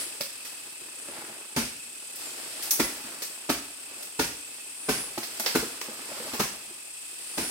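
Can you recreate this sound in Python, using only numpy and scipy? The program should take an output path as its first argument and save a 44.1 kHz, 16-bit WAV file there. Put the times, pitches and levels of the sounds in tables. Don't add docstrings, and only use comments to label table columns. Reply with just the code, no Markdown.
import sys
import numpy as np
from scipy import signal
from scipy.fft import rfft, irfft, next_fast_len
from scipy.io import wavfile
from scipy.ndimage import uniform_filter1d

SR = 44100
rng = np.random.default_rng(int(sys.argv[2]) if len(sys.argv) > 2 else 0)


def file_out(sig):
    cols = np.atleast_2d(sig).T
    lim = np.clip(cols, -1, 1)
    pcm = np.round(lim * 32767).astype(np.int16)
    wavfile.write(sys.argv[1], SR, pcm)


N = 331165
TIME = np.arange(N) / SR
HIT = TIME[:SR // 2]

# frequency in Hz, relative spectral level in dB.
CRUNCH_SPECTRUM = [(150, -29), (400, 1), (700, -6), (950, -3), (1450, -4), (2100, -5.5), (3000, -9),
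                   (5000, -7.5), (9000, -17), (16000, -15.5)]
# spread between clicks in dB, spread between clumps in dB.
FIBRE_UNEVENNESS = (4.0, 2.0)
# spread between clicks in dB, spread between clumps in dB.
LEAF_UNEVENNESS = (3.5, 1.2)


def from_db(db):
    return 10 ** (np.asarray(db) / 20)


def rms_one(x):
    return x / np.sqrt(np.mean(x ** 2) + 1e-20)


def at_hz(points, hz):
    f, *columns = np.transpose(points)
    return [np.interp(np.log(hz + 1), np.log(f), column) for column in columns]


def add(out, s, sound):
    i = max(round(s * SR), 0)
    out[:, i:i + sound.shape[-1]] += sound[..., :N - i]


def colour(pair, spectrum):
    # frequency in Hz, left-right correlation without unit.
    likeness = [(50, 0.85), (130, 0.91), (300, 0.91), (600, 0.88), (1100, 0.63), (2200, 0), (16000, 0.036)]
    length = pair.shape[1]
    size = next_fast_len(length)
    hz = np.arange(size // 2 + 1) * SR / size
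    mid, side = rfft(pair, size) * from_db(at_hz(spectrum, hz)[0])
    alike = np.clip(at_hz(likeness, hz)[0], -1, 1)
    stereo = np.sqrt(1 + alike) * mid + np.sqrt(1 - alike) * side * [[1], [-1]]
    return rms_one(irfft(stereo, size)[:, :length])


def drift(rate, size):
    knots = rng.standard_normal(size)
    return np.interp(np.arange(size) * rate / SR, np.arange(size), knots)


def crackle(spectrum, size, grain_db, clump_db):
    unevenness_db = grain_db * drift(3000, size) + clump_db * drift(250, size)
    clicks = rng.standard_normal((2, size)) * from_db(unevenness_db)
    return colour(clicks, spectrum)


def burst(rise, t60):
    growth = np.minimum(HIT / rise, 1) ** 2
    return growth * from_db(-60 * np.maximum(HIT - rise, 0) / t60)


def swell(s, rise, fall):
    return from_db(np.minimum((TIME - s) * rise, (s - TIME) * fall))


def ring(force, hz, t60):
    r, w = from_db(-60 / (t60 * SR)), 2 * np.pi * hz / SR
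    return signal.lfilter([0, np.sin(w)], [1, -2 * r * np.cos(w), r * r], force + 1e-18)


def resonance(x, hz, width_hz):
    r = np.exp(-np.pi * width_hz / SR)
    feedback = [1, -2 * r * np.cos(2 * np.pi * hz / SR), r * r]
    return signal.lfilter(np.array([1, 0, -1]) * (1 - r * r) / 2, feedback, x)


def buzz(hz, width_hz):
    r = np.exp(-np.pi * 1.5 * width_hz / SR)
    noise = rng.standard_normal((2, N)) + 1j * rng.standard_normal((2, N))
    flutter = signal.lfilter([1], [1, -2 * r, r * r], noise)
    carrier = np.exp(2j * np.pi * np.cumsum(hz * np.ones(N)) / SR)
    return rms_one((flutter * carrier).real)


def chops(crunch_db=3, shake_db=-2, trunk_db=-45.0, trunk_hz=58, touch=0.43, slip=0.028,
          split=0.63, split_width_hz=300, crunch_t60=0.076, shake_rise=0.0023, shake_t60=0.41):
    # start in seconds, thud level in dB, frequency in Hz that the struck spot
    # favours (before tuning), stalk tuning ratio, crunch level in dB before crunch_db, split resonance in Hz,
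    # leaflet shake level in dB before shake_db, decay time of the rough force in seconds per 60 dB.
    blows = [(1.562, -26, 224, 0.97, -26, 1160, -26, 0.17),
             (2.793, -21.5, 327, 1.0, -23.5, 1910, -32.5, 0.094),
             (3.490, -22, 325, 1.05, -24, 1170, -32.5, 0.068),
             (4.190, -23.5, 300, 1.065, -24.5, 1370, -27, 0.1),
             (4.885, -23, 378, 1.09, -26.5, 1580, -27, 0.063),
             (5.548, -20, 270, 1.108, -24, 1440, -31, 0.071),
             (6.393, -28, 297, 0.92, -25.5, 1230, -29.5, 0.12),
             (7.374, -30, 384, 1.07, -31, 940, -29.5, 0.4)]
    # frequency in Hz, relative spectral level in dB.
    leaflet_spectrum = [(400, 10), (1200, -2), (2500, 7), (3600, 0), (5200, 5.5), (6800, -3), (8500, 1.5),
                        (12000, -4), (16000, -22)]
    trunk_spectrum = [(20, -24), (40, -8), (58, 1), (85, -11), (140, -4), (250, -3), (600, -40),
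                      (2000, -70)]
    bite_s = 0.00653
    out = np.zeros((2, N))
    for s, thud, favoured_hz, tuning, crunch, split_hz, shake, shudder in blows:
        force = slip * rng.standard_normal(len(HIT)) * burst(bite_s, shudder)
        force[0] += touch
        force[round(bite_s * SR)] += 1
        body = from_db(thud) * stalk(force, favoured_hz, tuning)

        boom = np.sin(2 * np.pi * trunk_hz * HIT) * burst(0.048, 0.15)
        rumble = crackle(trunk_spectrum, len(HIT), 0, 0)[0] * burst(0.041, 0.19)
        trunk = from_db(trunk_db) * (boom + rumble)

        fibres = crackle(CRUNCH_SPECTRUM, len(HIT), *FIBRE_UNEVENNESS)
        fibres = rms_one(fibres + split * resonance(fibres, split_hz, split_width_hz))
        fibres = from_db(crunch + crunch_db) * fibres * burst(bite_s, crunch_t60)

        leaves = crackle(leaflet_spectrum, len(HIT), *LEAF_UNEVENNESS) * burst(shake_rise, shake_t60)
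        leaves = from_db(shake + shake_db) * leaves
        add(out, s, body + trunk + fibres + leaves)
    return out


def stalk(force, favoured_hz, tuning, spread=0.83, far_db=-7):
    # frequency in Hz before tuning, level in dB before the weighting
    # by struck spot and a random change, decay time in seconds per 60 dB.
    modes = [(144.4, -8.5, 0.062), (237.5, -0.5, 0.086), (290.6, 1, 0.035), (381, 0.5, 0.045),
             (497, -4.5, 0.044), (553, -1, 0.024), (681, -1, 0.032), (895, -4, 0.056), (1280, 2.5, 0.0099),
             (1440, -1, 0.022)]
    body = 0
    for k, (hz, db, t60) in enumerate(modes):
        octaves = np.log2(hz / favoured_hz)
        away = 1 - np.exp(-(octaves / spread) ** 2)
        gain = from_db(db + far_db * away + rng.normal())
        body = body + ring(force, hz * tuning, t60) * gain * (-1) ** k
    return body / np.sqrt(uniform_filter1d(body ** 2, size=SR // 100).max())


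def snaps(woody_db=-2, splinter_db=-1, fine_db=-1):
    # start in seconds, overall level in dB, then levels in dB relative to it,
    # before the function's own offsets, of the woody, splinter and fine treble parts, and
    # decay time in seconds per 60 dB.
    bundles = [(.206, -30.5, -2, -0.5, -0.5, 0.066), (.448, -42.5, -6, 0.5, 0, 0.13),
               (2.155, -43.5, -24, -20, 8.5, 0.065), (2.623, -34.5, -17, -2, 3, 0.094),
               (2.706, -20, -22, -6, 4, .062), (3.218, -33, -3, 1, 3, 0.093),
               (4.022, -42.5, -1.5, -5, 2.5, 0.14), (5.176, -31.5, 4, -20, -12, 0.064),
               (5.229, -34.5, -.5, 3, -1.5, 0.07), (5.395, -29, -3.5, -0.5, 1.5, 0.048),
               (5.459, -27.5, 3.5, 5, -5.5, 0.097), (5.811, -28.5, 2.5, -6.5, -5, 0.025),
               (6.333, -33.5, 3.5, -12, -23, 0.15)]
    # frequency in Hz, relative spectral level in dB.
    splinter_spectrum = [(600, -58), (1800, 0), (3200, -3.5), (4500, 2.5), (5400, 3), (6800, -15),
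                         (9000, -15), (16000, -25)]
    fine_spectrum = [(3000, -22), (5500, -3), (7500, -6.5), (10000, -6), (12500, -3), (16000, -8)]
    out = np.zeros((2, N))
    for s, db, woody, splinter, fine, t60 in bundles:
        parts = [(CRUNCH_SPECTRUM, woody + woody_db),
                 (splinter_spectrum, splinter + splinter_db),
                 (fine_spectrum, fine + fine_db)]
        crack = 0
        for spectrum, part_db in parts:
            crack = crack + from_db(db + part_db) * crackle(spectrum, len(HIT), *FIBRE_UNEVENNESS)
        add(out, s, crack * burst(0.0034, t60))
    return out


def knocks(level_db=-3):
    # start in seconds, level in dB before level_db,
    # frequency in Hz that the contact favours (before tuning).
    contacts = [(.206, -32, 570), (.813, -48, 340), (1.084, -39, 590), (1.295, -42.5, 700),
                (3.044, -43, 280), (5.176, -27.5, 674), (5.177, -30, 339), (5.397, -33.5, 725),
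                (5.627, -28.5, 448), (5.881, -37, 494), (6.115, -35.5, 696), (6.199, -35.5, 530),
                (6.265, -38.5, 645), (6.334, -31, 313), (6.707, -43.5, 380)]
    out = np.zeros((2, N))
    for s, db, favoured_hz in contacts:
        force = 0.066 * rng.standard_normal(len(HIT)) * burst(0.0015, 0.033)
        force[0] += 1
        add(out, s, from_db(db + level_db) * stalk(force, favoured_hz, 0.95, spread=0.29, far_db=-15.5))
    return out


def dragging(rustle_db=2, bump_db=-8):
    # frequency in Hz, relative spectral level in dB.
    scrape_spectrum = [(30, -41), (100, -8.5), (180, -13), (280, 3.5), (500, 0.5), (900, -1), (1400, 0.5),
                       (2200, -1.5), (4000, -12.5), (9000, -47)]
    rustle_spectrum = [(500, -17), (1800, -6), (3000, -3), (3900, -3.5), (5000, 1), (6300, -8), (8000, 1),
                       (11000, -6.5), (13000, -6.5), (16000, -16.5)]
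    scrape, rustle = pulling()
    catching_db = 1.1 * drift(55, N)
    low = scrape * from_db(catching_db) * crackle(scrape_spectrum, N, *FIBRE_UNEVENNESS)
    high = crackle(rustle_spectrum, N, grain_db=0.0, clump_db=0.2)
    high = rustle * from_db(rustle_db + 0.5 * catching_db) * high
    return low + high + scrape * from_db(bump_db) * bumps()


def pulling(range_db=20):
    # time of the hardest tug in seconds, stalk scrape level in dB,
    # leaf rustle level in dB before the rustle offset, build-up in seconds, letting-go in seconds
    # (each the time for a change of range_db).
    tugs = [(.01, -44, -36.5, 0.22, 0.22), (.5, -54, -47.5, 1.4, 1.4), (1.18, -42, -46.5, 0.31, 0.43),
            (2.22, -49.5, -42.5, 0.1, 0.59), (2.68, -46.5, -39.5, 1.02, 1.13),
            (3.1, -47.5, -54, 0.36, 0.58), (4.0, -52.5, -49.5, 1.0, 0.32), (4.55, -60.5, -50.5, 0.92, .8),
            (4.95, -44, -41.5, .15, 0.3), (5.57, -44, -37.5, 0.79, 0.3), (6.3, -43.5, -40.5, 1.4, 0.51),
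            (7.5, -48.5, -39, .7, 0.17)]
    scrape, rustle = from_db(-61), from_db(-49.5)
    for s, scrape_db, rustle_db, build, release in tugs:
        effort = swell(s, range_db / build, range_db / release)
        scrape = np.hypot(scrape, from_db(scrape_db) * effort)
        rustle = np.hypot(rustle, from_db(rustle_db) * effort)
    return scrape, rustle


def bumps(per_s=45, low_hz=450, high_hz=1100, count=4):
    out = 0
    for favoured_hz in np.geomspace(low_hz, high_hz, count):
        struck = rng.random(N) < per_s / count / SR
        force = struck * rng.uniform(0.6, 1, N)
        out = out + stalk(force, favoured_hz, 0.94, spread=0.31, far_db=-20)
    return rms_one(out)


def glides():
    # start in seconds, length in seconds, level in dB, start frequency in Hz,
    # end frequency in Hz, bandwidth in Hz.
    tones = [(2.213, 0.092, -46, 7520, 6980, 340), (3.965, .125, -53, 511, 699, 9)]
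    out = 0
    for s, length, db, start_hz, end_hz, width_hz in tones:
        phase = np.clip((TIME - s) / length, 0, 1)
        hz = start_hz + (end_hz - start_hz) * phase
        out = out + from_db(db) * np.sin(np.pi * phase) * buzz(hz, width_hz)
    return out


def caller(start_hz=8120, top_hz=9920, climb_s=0.32, width_hz=850):
    # time of the climax in seconds, level in dB.
    calls = [(0.019, -35), (1.15, -48.5), (2.85, -37.5), (5.02, -35), (7.51, -34.5)]
    gains = np.array([from_db(db) * swell(s, 36, 149.5) for s, db in calls])
    climax = np.array(calls)[gains.argmax(axis=0), 0]
    climb = np.exp(np.minimum(TIME - climax, 0) / climb_s)
    return gains.max(axis=0) * buzz(start_hz + (top_hz - start_hz) * climb, width_hz)


def insects(throb_hz=34, throb_depth=0.28):
    # frequency in Hz, bandwidth in Hz, mean level in dB.
    groups = [(2590, 143, -53.5), (3147, 700, -57.5), (8100, 660, -48.5), (8590, 640, -52.5),
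              (8795, 1870, -47)]
    chorus = 0
    for hz, width_hz, db in groups:
        waver_db = 1.3 * drift(12, N)
        chorus = chorus + from_db(db + waver_db) * buzz(hz, width_hz)
    rate_hz = throb_hz * (1 + 0.25 * drift(8, N))
    pulsing = 1 + throb_depth * np.sin(2 * np.pi * np.cumsum(rate_hz) / SR)
    return pulsing * chorus + caller()


def forest(x, wet_db=-2, onset=0.002, far_db=-23, far_t60=1.9):
    # frequency in Hz, decay time in seconds per 60 dB, scatter level in dB before wet_db.
    scatter_decay = [(60, 0.52, -10), (256, 0.28, -4.5), (785, 0.29, -3), (2040, 0.37, 3),
                     (4760, 0.35, 4.5), (15000, 0.27, 7.5)]
    t, echoes = TIME[:SR], 0
    flat = [(20, 0), (20000, 0)]
    scatter = [crackle(flat, SR, *LEAF_UNEVENNESS) for _ in range(2)]
    for k, low in enumerate(40 * 2 ** np.arange(9)):
        octave = signal.butter(2, [low, 2 * low], "band", fs=SR, output="sos")
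        band = signal.sosfilt(octave, scatter[k % 2])
        t60, db = at_hz(scatter_decay, low * np.sqrt(2))
        near = from_db(-60 * t / t60)
        far = from_db(far_db - 60 * t / far_t60)
        fall = np.minimum(t / onset, 1) * (near + far)
        echoes = echoes + from_db(db + wet_db) * band * fall / np.sqrt(np.sum(fall ** 2))
    return x + signal.fftconvolve(x, echoes, axes=1)[:, :N]


def from_the_right(x, lag=0.00012):
    left = np.roll(x[0], round(lag * SR)) * (TIME >= lag)
    return np.array([left, x[1]])


def scene(snap_direct=0.15):
    cracks = snaps()
    scattered = forest(chops() + cracks + knocks() + glides())
    work = scattered + snap_direct * cracks + dragging()
    return from_the_right(work) + insects()


def record(dry, cutoff_hz=16100):
    # frequency in Hz, left minus right level in dB.
    port_difference = [(60, -3.5), (200, 1), (600, -1), (1200, -1.3), (2200, -0.5), (4400, -1), (6000, -5),
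                       (8000, 2), (12000, 2.3), (16000, 1.5)]
    size = next_fast_len(N + SR // 10)
    hz = np.arange(size // 2 + 1) * SR / size
    ports = from_db(at_hz(port_difference, hz)[0] * np.array([[0.5], [-0.5]]))
    dry = signal.sosfilt(signal.butter(2, 42, "high", fs=SR, output="sos"), dry)
    top = 1 / np.sqrt(1 + (hz / cutoff_hz) ** 200)
    return irfft(rfft(dry, size) * ports * top, size)[:, :N]


dry = scene()
out = record(dry)
file_out(out)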